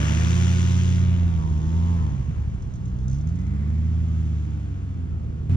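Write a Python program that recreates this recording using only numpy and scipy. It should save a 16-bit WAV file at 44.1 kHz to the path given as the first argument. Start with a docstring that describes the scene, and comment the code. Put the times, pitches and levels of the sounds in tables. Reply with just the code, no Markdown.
"""A two-stroke paramotor taxis away over a dry field: full throttle, stumbling idle, up again, slowly down.
Low crank orders make the exhaust drone, high orders the rasp; the geared propeller tone beats against them.
Firing-gated noise gives gas, wash and blade hiss; a tree line returns a faint echo.
Low noise makes churn and wind; clustered snaps make a dry rustle close by.
In the last instant the sound jumps, with a tick, to high revs.
"""
import sys
import numpy as np
from scipy import signal
from scipy.fft import rfft, irfft
from scipy.io import wavfile
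from scipy.ndimage import uniform_filter1d

SR = 44100
rng = np.random.default_rng(int(sys.argv[2]) if len(sys.argv) > 2 else 0)


def wav_record(signal):
    """Record a signal, one row per channel, as 16-bit PCM in the file named by sys.argv[1]."""
    frames = np.transpose(np.atleast_2d(signal))
    bounded = np.clip(frames, -1, 1)
    # unit amplitude maps onto the largest positive 16-bit level
    quanta = np.round(bounded * 32767).astype(np.int16)
    wavfile.write(sys.argv[1], SR, quanta)


N = 245186
TIME = np.arange(N) / SR
BINS_HZ = np.maximum(np.arange(N // 2 + 1) * SR / N, 1)

# All dB settings are relative: gains, gating and the ports act after them.
# Crank speed: (time [s], rate [firings/s])
CRANK_SPEED = [(0.0, 72.1), (0.3, 84.5), (0.4, 87.1), (0.77, 88.0), (1.14, 88.1), (1.26, 85.6),
               (1.36, 81.5), (1.45, 79.8), (1.57, 76.7), (1.83, 85.5), (1.94, 86.6), (1.98, 83.4),
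               (2.1, 71.3), (2.2, 63.3), (2.42, 52.0), (2.61, 45.4), (2.8, 43.2), (3.0, 44.2), (3.1, 47.0),
               (3.2, 52.8), (3.35, 62.0), (3.51, 69.4), (3.79, 79.0), (3.94, 81.1), (4.18, 80.0),
               (4.55, 72.3), (4.85, 66.3), (5.05, 58.9), (5.19, 55.7), (5.49, 52.5)]
# Firing strength, sagging on closed throttle: (time [s], gain [dB])
FIRING_GAIN = [(0.05, 0.5), (1.2, -0.5), (1.55, 0), (2.05, 0.5), (2.25, -4), (2.65, -8), (2.9, -10.5),
               (3.3, 1), (4.36, 1), (4.39, -0.5), (4.8, -4), (5.2, -1)]
# Low exhaust orders, from the first up:
# (level at full speed [dB], slope [dB/doubling], gain while turning away [dB], time of half that gain [s])
EXHAUST_ORDERS = [(-19, 22, 2, 3), (-27, 3, -2.5, 3.3), (-48, -2, 7, 2.1), (-48, -7, -4, 1)]
# Lone hard firings on closed throttle: (time [s], level [dB])
HARD_FIRINGS = [(2.123, -20), (2.154, -24), (2.198, -14), (2.281, -14), (2.295, -14.5), (2.367, -20.5),
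                (2.389, -17.5), (2.473, -14), (2.514, -20.5), (2.546, -17), (2.674, -18.5), (2.74, -19),
                (2.81, -18), (2.864, -25), (4.965, -22), (5.101, -24.5), (5.291, -25), (5.331, -20),
                (5.435, -18)]
# Blade tone as the machine turns: (time [s], tone [dB], second [dB], third [dB])
BLADE_LEVELS = [(0.08, -31.5, -36, -48), (0.45, -27, -44, -46.5), (1.08, -27, -46, -55),
                (1.269, -39, -44.5, -55), (1.8, -39.5, -39.5, -48.5), (2.101, -29.5, -40.5, -65),
                (2.45, -32.5, -42, -50), (2.7, -41.5, -38, -42), (2.95, -30, -32, -36.5),
                (3.15, -28, -25.5, -38.5), (3.3, -23.5, -30, -44), (3.6, -31.5, -36, -49.5),
                (3.8, -29.5, -39, -61.5), (4.1, -31, -43.5, -56.5), (4.699, -29, -43, -45),
                (5.3, -28, -36, -49)]

# Rasp order levels when close, turning, away: (frequency [Hz], level [dB])
RASP_CLOSE = [(300, -0.5), (440, -2), (527, 3), (615, 5.5), (704, 2), (790, 2), (880, 0), (965, 3),
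              (1053, 4), (1140, -1), (1230, 2), (1320, -0.5), (1404, 3), (1750, -4), (2500, -0.5),
              (4000, -8)]
RASP_TURNED = [(400, 6), (480, 3), (600, 0), (720, -1), (850, 3.5), (990, 7), (1150, 2), (1350, -3),
               (1750, -7), (2500, -13), (4000, -16)]
RASP_AWAY = [(280, -3), (400, -3), (520, 0), (720, 2.5), (1000, 1), (1400, 4.5), (1750, -8.5),
             (2500, -16.5), (4000, -18.5)]
# Exhaust rasp and gas noise, midrange: (time [s], level [dB])
RASP_LEVEL = [(0.08, -42.5), (0.26, -45), (1.58, -52), (1.8, -49.5), (1.98, -48.5), (2.19, -55),
              (2.65, -57.5), (3.69, -54.5), (4.3, -55.5), (5.35, -58), (5.42, -58)]
# Exhaust gas noise: (frequency [Hz], density [dB/Hz])
GAS_COLOUR = [(200, -8), (350, 7.5), (450, 4), (550, -3), (750, -2), (1100, -9), (1500, -10), (2200, -11.5)]

# Propeller wash, upper midrange: (time [s], level [dB])
WASH_LEVEL = [(0.08, -41.5), (0.91, -54), (0.97, -58.5), (1.14, -56), (1.61, -68), (1.86, -64), (2.4, -58),
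              (2.95, -68), (3.14, -63.5), (3.66, -68), (4.15, -60.5), (5.42, -65.5)]
# Wash noise: (frequency [Hz], density [dB/Hz])
WASH_COLOUR = [(800, -11.5), (1300, -4.5), (1700, -4.5), (2300, -4), (2900, -9), (4000, -27.5)]
# Blade whoosh as the revs return: (frequency [Hz], density [dB/Hz])
WHOOSH_COLOUR = [(1200, -15.5), (1700, -3.5), (2050, 0.5), (2450, -3.5), (2800, -21)]
# Blade-tip hiss, treble: (time [s], level [dB])
HISS_LEVEL = [(0.03, -43.5), (0.36, -44), (0.75, -46.5), (0.95, -49), (1.05, -55.5), (1.25, -60),
              (1.6, -60), (1.87, -59), (2.03, -62), (2.55, -65.5), (3.6, -67), (4.25, -63), (5.16, -71.5),
              (5.42, -70)]
# Blade hiss, strongly chopped and steadier parts: (frequency [Hz], density [dB/Hz])
CHOP_COLOUR = [(1700, -29.5), (2600, -1), (3500, 4), (4200, -8.5), (6500, -14.5), (7400, -22.5),
               (9000, -46)]
HISS_COLOUR = [(3000, -14), (4200, -4.5), (5000, -2.5), (6000, 1), (6950, -5), (7400, -14.5), (8400, -22),
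               (10500, -21.5), (11500, -28.5), (13500, -25), (15500, -48.5)]

# Low churn of air: (time [s], level [dB])
CHURN_LEVEL = [(0.05, -32), (0.6, -37), (1.9, -37), (2.6, -41), (3.4, -40), (4.6, -43.5), (5.3, -38)]
# Churn noise: (frequency [Hz], density [dB/Hz])
CHURN_COLOUR = [(30, -18), (60, -5), (140, -3), (220, -8.5), (320, -14.5), (500, -26.5), (900, -47.5)]
# Breeze: (time [s], level [dB])
WIND_LEVEL = [(0.3, -33), (0.75, -41), (1.15, -31), (1.26, -29.5), (1.6, -30), (2.2, -32.5), (2.65, -33.5),
              (3.05, -32), (3.4, -35.5), (4.7, -39), (5.25, -35.5), (5.52, -44)]
# Wind rumble: (frequency [Hz], density [dB/Hz])
GUST_COLOUR = [(15, -11.5), (30, -4.5), (50, 1.5), (90, 3), (200, -34.5), (500, -37)]
# Dry rustles: (time [s], level [dB], decay [s])
RUSTLES = [(2.498, -58, .004), (2.539, -56, .005), (2.623, -47.5, .007), (2.739, -48, 0.0092),
           (2.756, -49, 0.0087), (2.841, -56, .005), (2.856, -45.5, 0.0055), (2.878, -53.5, 0.017),
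           (2.988, -52, .005), (3.004, -51, 0.006), (3.032, -56, .005), (3.082, -41.5, 0.0069),
           (3.098, -45, 0.0088), (3.113, -46, 0.01), (3.13, -45.5, .009), (3.143, -47.5, 0.025),
           (3.165, -61, .01), (3.184, -50, 0.0088), (3.211, -49.5, 0.0091), (3.273, -44, 0.0054),
           (3.288, -48, 0.014), (3.356, -49, 0.0092), (3.389, -49, 0.0079), (3.414, -52, .005),
           (3.467, -50, 0.0059)]
# Rustle grains: (frequency [Hz], level [dB])
RUSTLE_COLOUR = [(2500, -12), (4500, -4.0), (6300, 5.0), (7100, -7.0), (8000, -19.5), (12000, -34.0)]

# Microphone ports, balance: (frequency [Hz], left over right [dB])
PORT_BALANCE = [(60, -1.5), (100, 0), (170, -5.5), (300, -9), (510, -12.5), (870, 0.5), (1490, 4),
                (2000, 5.5), (2600, 7.5), (3400, 2.5), (4340, 3.5), (5500, -9), (7410, -3.5), (9000, 1),
                (12000, -5)]
# Microphone ports, phase: (frequency [Hz], left lead [rad])
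PORT_PHASE = [(100, 0.37), (340, 0.46), (450, 1.5), (620, 2.18), (1460, 1.96), (2500, 1.5), (3100, 2),
              (3880, 0.98), (4300, 0.87), (5000, 0.44), (6100, 1.9), (7300, 3.4), (12000, 1.6)]

FULL_SPEED_HZ, INERTIA_S = 88, .06  # firing rate; window that rounds off speed changes
BLADES_PER_TURN = 1.392  # blade passes per crank turn, geared
TURN_WIDTH_S = 0.22
CRACK_TURNS, CRACK_HEIGHT, INTAKE_HEIGHT = 0.13, 7.5, 2.7  # decay; heights over steady flow of 1
CRACK_LAG_TURNS = 0.17  # crack after start of low pressure pulse
INTAKE_LEAD_TURNS, INTAKE_SHARE = 0.4, 0.97  # weaker puff ahead of each crack
WHOOSH_S, WHOOSH_WIDTH_S, WHOOSH_DB = 3.6, 0.34, -60
NEAR_DB, NEAR_FADE_S, RECEDE_DB_PER_S = 1.5, 0.26, 0.78  # extra drone while close; slow loss
ECHO_S, ECHO_DB = .33, -24.5
CUTOFF_HZ = 15000

# After the jump
BURST_S, BURST_SPEED_HZ, BURST_FIRING_DB, BURST_BLADE_DB = 5.496, 91, 2.5, -22
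BURST_RASP_DB, BURST_WASH_DB, BURST_HISS_DB = -49.5, -55, -64.5


def from_db(db):
    """Decibels to gain."""
    return 10 ** (np.asarray(db) / 20)


def rms_one(x):
    """Scale to unit rms."""
    return x / np.sqrt(np.mean(x ** 2) + 1e-20)


def bell(x, centre, width):
    """Smooth hump of height 1."""
    return np.exp(-((x - centre) / width) ** 2)


def at_hz(points, hz):
    """Read a spectrum on a log-frequency axis."""
    f_hz, value = np.transpose(points)
    return np.interp(np.log(hz), np.log(f_hz), value)


def curve(points):
    """Time curve at every sample."""
    return np.interp(TIME, *np.transpose(points))


def played(points, burst):
    """Time curve that jumps to its closing value at the burst."""
    return np.where(TIME < BURST_S, curve(points), burst)


def drift(rate_hz):
    """Smooth random wander, about `rate_hz` turns a second, spread 1."""
    pole = np.exp(-200 * np.pi * rate_hz / SR)
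    kicks = rng.standard_normal(N // 100 + 1002)
    slow = signal.lfilter([1], [1, -2 * pole, pole * pole], kicks)[1000:]
    return np.interp(np.arange(N) / 100, np.arange(len(slow)), rms_one(slow))


def noise(colour):
    """Coloured noise, rolled off above its last point, rms 1."""
    roll_off = 1 / (1 + (BINS_HZ / colour[-1][0] / 2) ** 4)
    spectrum = rfft(rng.standard_normal(N)) * from_db(at_hz(colour, BINS_HZ))
    return rms_one(irfft(spectrum * roll_off, N))


def airy(colour, spread):
    """Stereo noise: a common part plus an independent share per side."""
    sides = np.array([noise(colour), noise(colour)])
    return rms_one(noise(colour) + spread * sides)


def per_firing(turns):
    """Random value drawn at every crank turn, interpolated between."""
    return np.interp(turns, np.arange(1000), rng.standard_normal(1000))


def tree_echo(x):
    """Late, faint copy from the tree line; lags in pitch during a glide."""
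    return from_db(ECHO_DB) * np.interp(TIME - ECHO_S, TIME, x, left=0)


def leftward(near_db=5.5, far_db=-4.5):
    """Body shadows the right port's treble while the machine is close on the left; balance then reverses."""
    pan_db = np.interp(TIME, [1.2, 3.0], [near_db, far_db])
    return from_db(np.array([pan_db / 10, -pan_db]))


def wind():
    """Breeze as a wide low rumble that comes and goes."""
    return from_db(curve(WIND_LEVEL)) * airy(GUST_COLOUR, spread=0.8)


def churn():
    """Low churn of air as slowly varying noise."""
    return from_db(curve(CHURN_LEVEL)) * airy(CHURN_COLOUR, spread=0.4)


def rustle(grains_per_s=3500, gain_db=-10.5, attack_s=0.0005):
    """Crackles of dry stalks, each a cluster of tiny snaps."""
    swell = 0
    for s, db, decay_s in RUSTLES:
        fall = np.maximum((TIME - s) / decay_s, (s - TIME) / attack_s)
        swell = swell + from_db(db) * np.exp(-fall)
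    snaps = (rng.random((3, N)) < grains_per_s / SR) * rng.standard_normal((3, N))
    stereo = snaps[0] + 0.66 * snaps[1:]
    grains = irfft(rfft(stereo) * from_db(at_hz(RUSTLE_COLOUR, BINS_HZ)), N)
    return from_db(gain_db) * swell * rms_one(grains)


def tick():
    """Negative step at the jump with a fast exponential decay."""
    return -from_db(-19.5) * (TIME >= BURST_S) * np.exp(-np.abs(TIME - BURST_S) / 0.00061)


def puffs(turns, depth, uneven_db):
    """Intake swell, then a fast-dying crack as the port opens; crack strength varies by turn."""
    share = turns % 1
    strength_db = uneven_db * np.clip(rng.standard_normal(1000), -2, 2)
    strength = from_db(strength_db)[turns.astype(int)]
    crack = CRACK_HEIGHT * strength * np.exp(-share / CRACK_TURNS)
    intake = INTAKE_HEIGHT * bell(share, .82, .25)
    return rms_one((1 + crack + intake) ** depth)


def hiss(turns, clear, gate):
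    """Blade-tip hiss: a chopped, panned part and a more gently pulsed part."""
    level_db = played(HISS_LEVEL, BURST_HISS_DB)
    chop = from_db(level_db - 4.5) * airy(CHOP_COLOUR, spread=0.28) * gate
    pulse = puffs(turns - .08, depth=.6 * clear, uneven_db=2.0)
    steadier = from_db(level_db - 3.0) * airy(HISS_COLOUR, spread=0.5) * pulse
    return chop * leftward() + steadier


def whoosh(gate):
    """Blade noise that swells once as the revs return."""
    swell = from_db(WHOOSH_DB) * bell(TIME, WHOOSH_S, WHOOSH_WIDTH_S)
    return swell * airy(WHOOSH_COLOUR, spread=0.42) * gate * leftward()


def wash(gate):
    """Propeller wash: noise pulsed at the firing rate."""
    level_db = played(WASH_LEVEL, BURST_WASH_DB)
    return from_db(level_db - 0.53) * airy(WASH_COLOUR, spread=0.67) * gate * leftward()


def gas(rasp_db, pitched, gate):
    """Exhaust gas noise: the unpitched share of the rasp, lightly pulsed."""
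    level = from_db(rasp_db + 0.5) * np.sqrt(1 - pitched)
    return level * airy(GAS_COLOUR, spread=0.47) * rms_one(gate ** 0.31)


def rasp(turns, speed_hz, fade_db=3.5, jitter_turns=0.0015, count=48):
    """Crack and intake puff repeat each turn: high orders that fade in and out and blur with distance."""
    angle = 2 * np.pi * (turns + jitter_turns * per_firing(turns))
    close = np.interp(TIME, [1.1, 1.45], [1, 0])
    away = np.interp(TIME, [2.1, 3.0], [0, 1])
    turned = 1 - close - away
    smear_rad = np.interp(TIME, [1.15, 1.5, 2.1, 3.2], [.3, .7, .7, 1.6])
    out = 0
    for k in range(5, count):
        hz = k * speed_hz
        db = close * at_hz(RASP_CLOSE, hz) + turned * at_hz(RASP_TURNED, hz) + away * at_hz(RASP_AWAY, hz)
        intake_rad = 2 * np.pi * k * INTAKE_LEAD_TURNS + rng.normal(0, .7)
        pair_rad = np.angle(1 + INTAKE_SHARE * np.exp(1j * intake_rad))
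        level = from_db(db + fade_db * drift(6))
        out = out + level * np.sin(k * angle + pair_rad + smear_rad * drift(22))
    return rms_one(out)


def air_sounds(turns, speed_hz, echo_db=6):
    """Rasp, gas, wash and hiss; firing pulse distinct under load and nearby, blurred with distance."""
    clear = np.interp(speed_hz, [48, 82], [.35, .9]) * np.interp(TIME, [2.2, 3.2], [1, .55])
    pitched = clear * np.interp(TIME, [1.1, 1.5, 2.3, 3.2], [.88, .78, .78, .5])
    gate = puffs(turns, depth=clear, uneven_db=1.5)
    rasp_db = played(RASP_LEVEL, BURST_RASP_DB)
    buzz = from_db(rasp_db + 1.8) * np.sqrt(pitched) * rasp(turns, speed_hz)
    buzz = buzz * puffs(turns, depth=.4, uneven_db=2.5)
    blade_air = wash(gate) + whoosh(gate) + hiss(turns, clear, gate)
    return buzz + from_db(echo_db) * tree_echo(buzz) + gas(rasp_db, pitched, gate) + blade_air


def propeller(turns, waver_db=0.6, fourth_db=-14, surge=0.045):
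    """Blade-passing tone and overtones; every firing shoves the blades slightly."""
    blade = 2 * np.pi * BLADES_PER_TURN * turns
    s, *columns = np.transpose(BLADE_LEVELS)
    levels_db = [np.interp(TIME, s, db) + waver_db * drift(2.1) for db in columns]
    levels_db[0] = np.where(TIME < BURST_S, levels_db[0], BURST_BLADE_DB)
    levels_db.append(levels_db[2] + fourth_db)  # fourth follows third
    tone = sum(from_db(db) * np.cos(k * blade) for k, db in enumerate(levels_db, 1))
    return -np.sqrt(2) * tone * (1 + surge * np.cos(2 * np.pi * turns))


def pops(low_hz=55, high_hz=140, gain_db=-2.0, muffler_hz=215):
    """Hard firings as impulses thumping through the muffler filters."""
    kicks = np.zeros(N)
    for s, db in HARD_FIRINGS:
        kicks[int(s * SR)] = from_db(db + gain_db)
    band = signal.butter(2, [low_hz, high_hz], "band", fs=SR, output="sos")
    muffler = signal.butter(4, muffler_hz, fs=SR, output="sos")
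    thump = signal.sosfilt(muffler, signal.sosfilt(band, signal.unit_impulse(SR // 10)))
    return signal.fftconvolve(kicks, thump / np.abs(thump).max())[:N]


def exhaust(turns, speed_hz, steady_rough=0.025, idle_rough=0.65):
    """Muffler passes a few low orders that follow the revs; firing grows uneven as revs sink."""
    doublings = np.log2(speed_hz / FULL_SPEED_HZ)
    drone = 0
    for k, (full_db, slope_db, turn_db, turn_s) in enumerate(EXHAUST_ORDERS, 1):
        turned = (1 + np.tanh((TIME - turn_s) / TURN_WIDTH_S)) / 2
        level = from_db(full_db + slope_db * doublings + turn_db * turned)
        drone = drone + level * np.cos(2 * np.pi * k * turns - np.pi / 3)
    rough = np.interp(speed_hz, [48, 66], [idle_rough, steady_rough])
    return np.sqrt(2) * drone * (1 + rough * per_firing(turns))


def scene():
    """Engine, propeller and their noise follow one crank; wind and rustle lie close by."""
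    revs_hz = uniform_filter1d(curve(CRANK_SPEED), int(INERTIA_S * SR))
    speed_hz = np.where(TIME < BURST_S, revs_hz, BURST_SPEED_HZ)
    # off throttle: uneven crank, wavering blade tone
    idling = np.interp(speed_hz, [45, 80], [1, .12])
    turns = np.cumsum(speed_hz * (1 + 0.0057 * idling * drift(8.2))) / SR
    engine = from_db(played(FIRING_GAIN, BURST_FIRING_DB)) * exhaust(turns, speed_hz)
    blades = from_db(1.72 + 1.2 * idling * drift(27)) * propeller(turns)
    near = np.exp(-TIME / NEAR_FADE_S)
    distance = from_db(NEAR_DB * near - RECEDE_DB_PER_S * TIME)
    drone = distance * (engine + blades)
    machine = drone + tree_echo(drone) + pops() + air_sounds(turns - CRACK_LAG_TURNS, speed_hz)
    return machine + churn() + wind() + rustle() + tick()


def record(dry):
    """Camera body shades and delays its two ports differently; the top is cut."""
    half = from_db(at_hz(PORT_BALANCE, BINS_HZ) / 2) * np.exp(.5j * at_hz(PORT_PHASE, BINS_HZ))
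    ports = np.array([half, 1 / half])
    ports = ports / np.sqrt(np.abs(ports.mean(axis=0)) ** 2 + 0.037)  # even out the mono sum
    size = 1024
    window = np.hanning(2 * size + 1)
    responses = np.roll(irfft(ports, N), size, axis=1)[:, :2 * size + 1] * window
    padded = np.pad(dry, [(0, 0), (size, size)], "reflect", reflect_type="odd")
    heard = signal.fftconvolve(padded, responses, "valid", axes=1)
    soft_ends = np.minimum(1, np.minimum(TIME, TIME[-1] - TIME) / .003)
    top_cut = signal.ellip(8, .1, 80, CUTOFF_HZ, fs=SR, output="sos")
    return signal.sosfilt(top_cut, heard * soft_ends)


dry = scene()
out = record(dry)
wav_record(out)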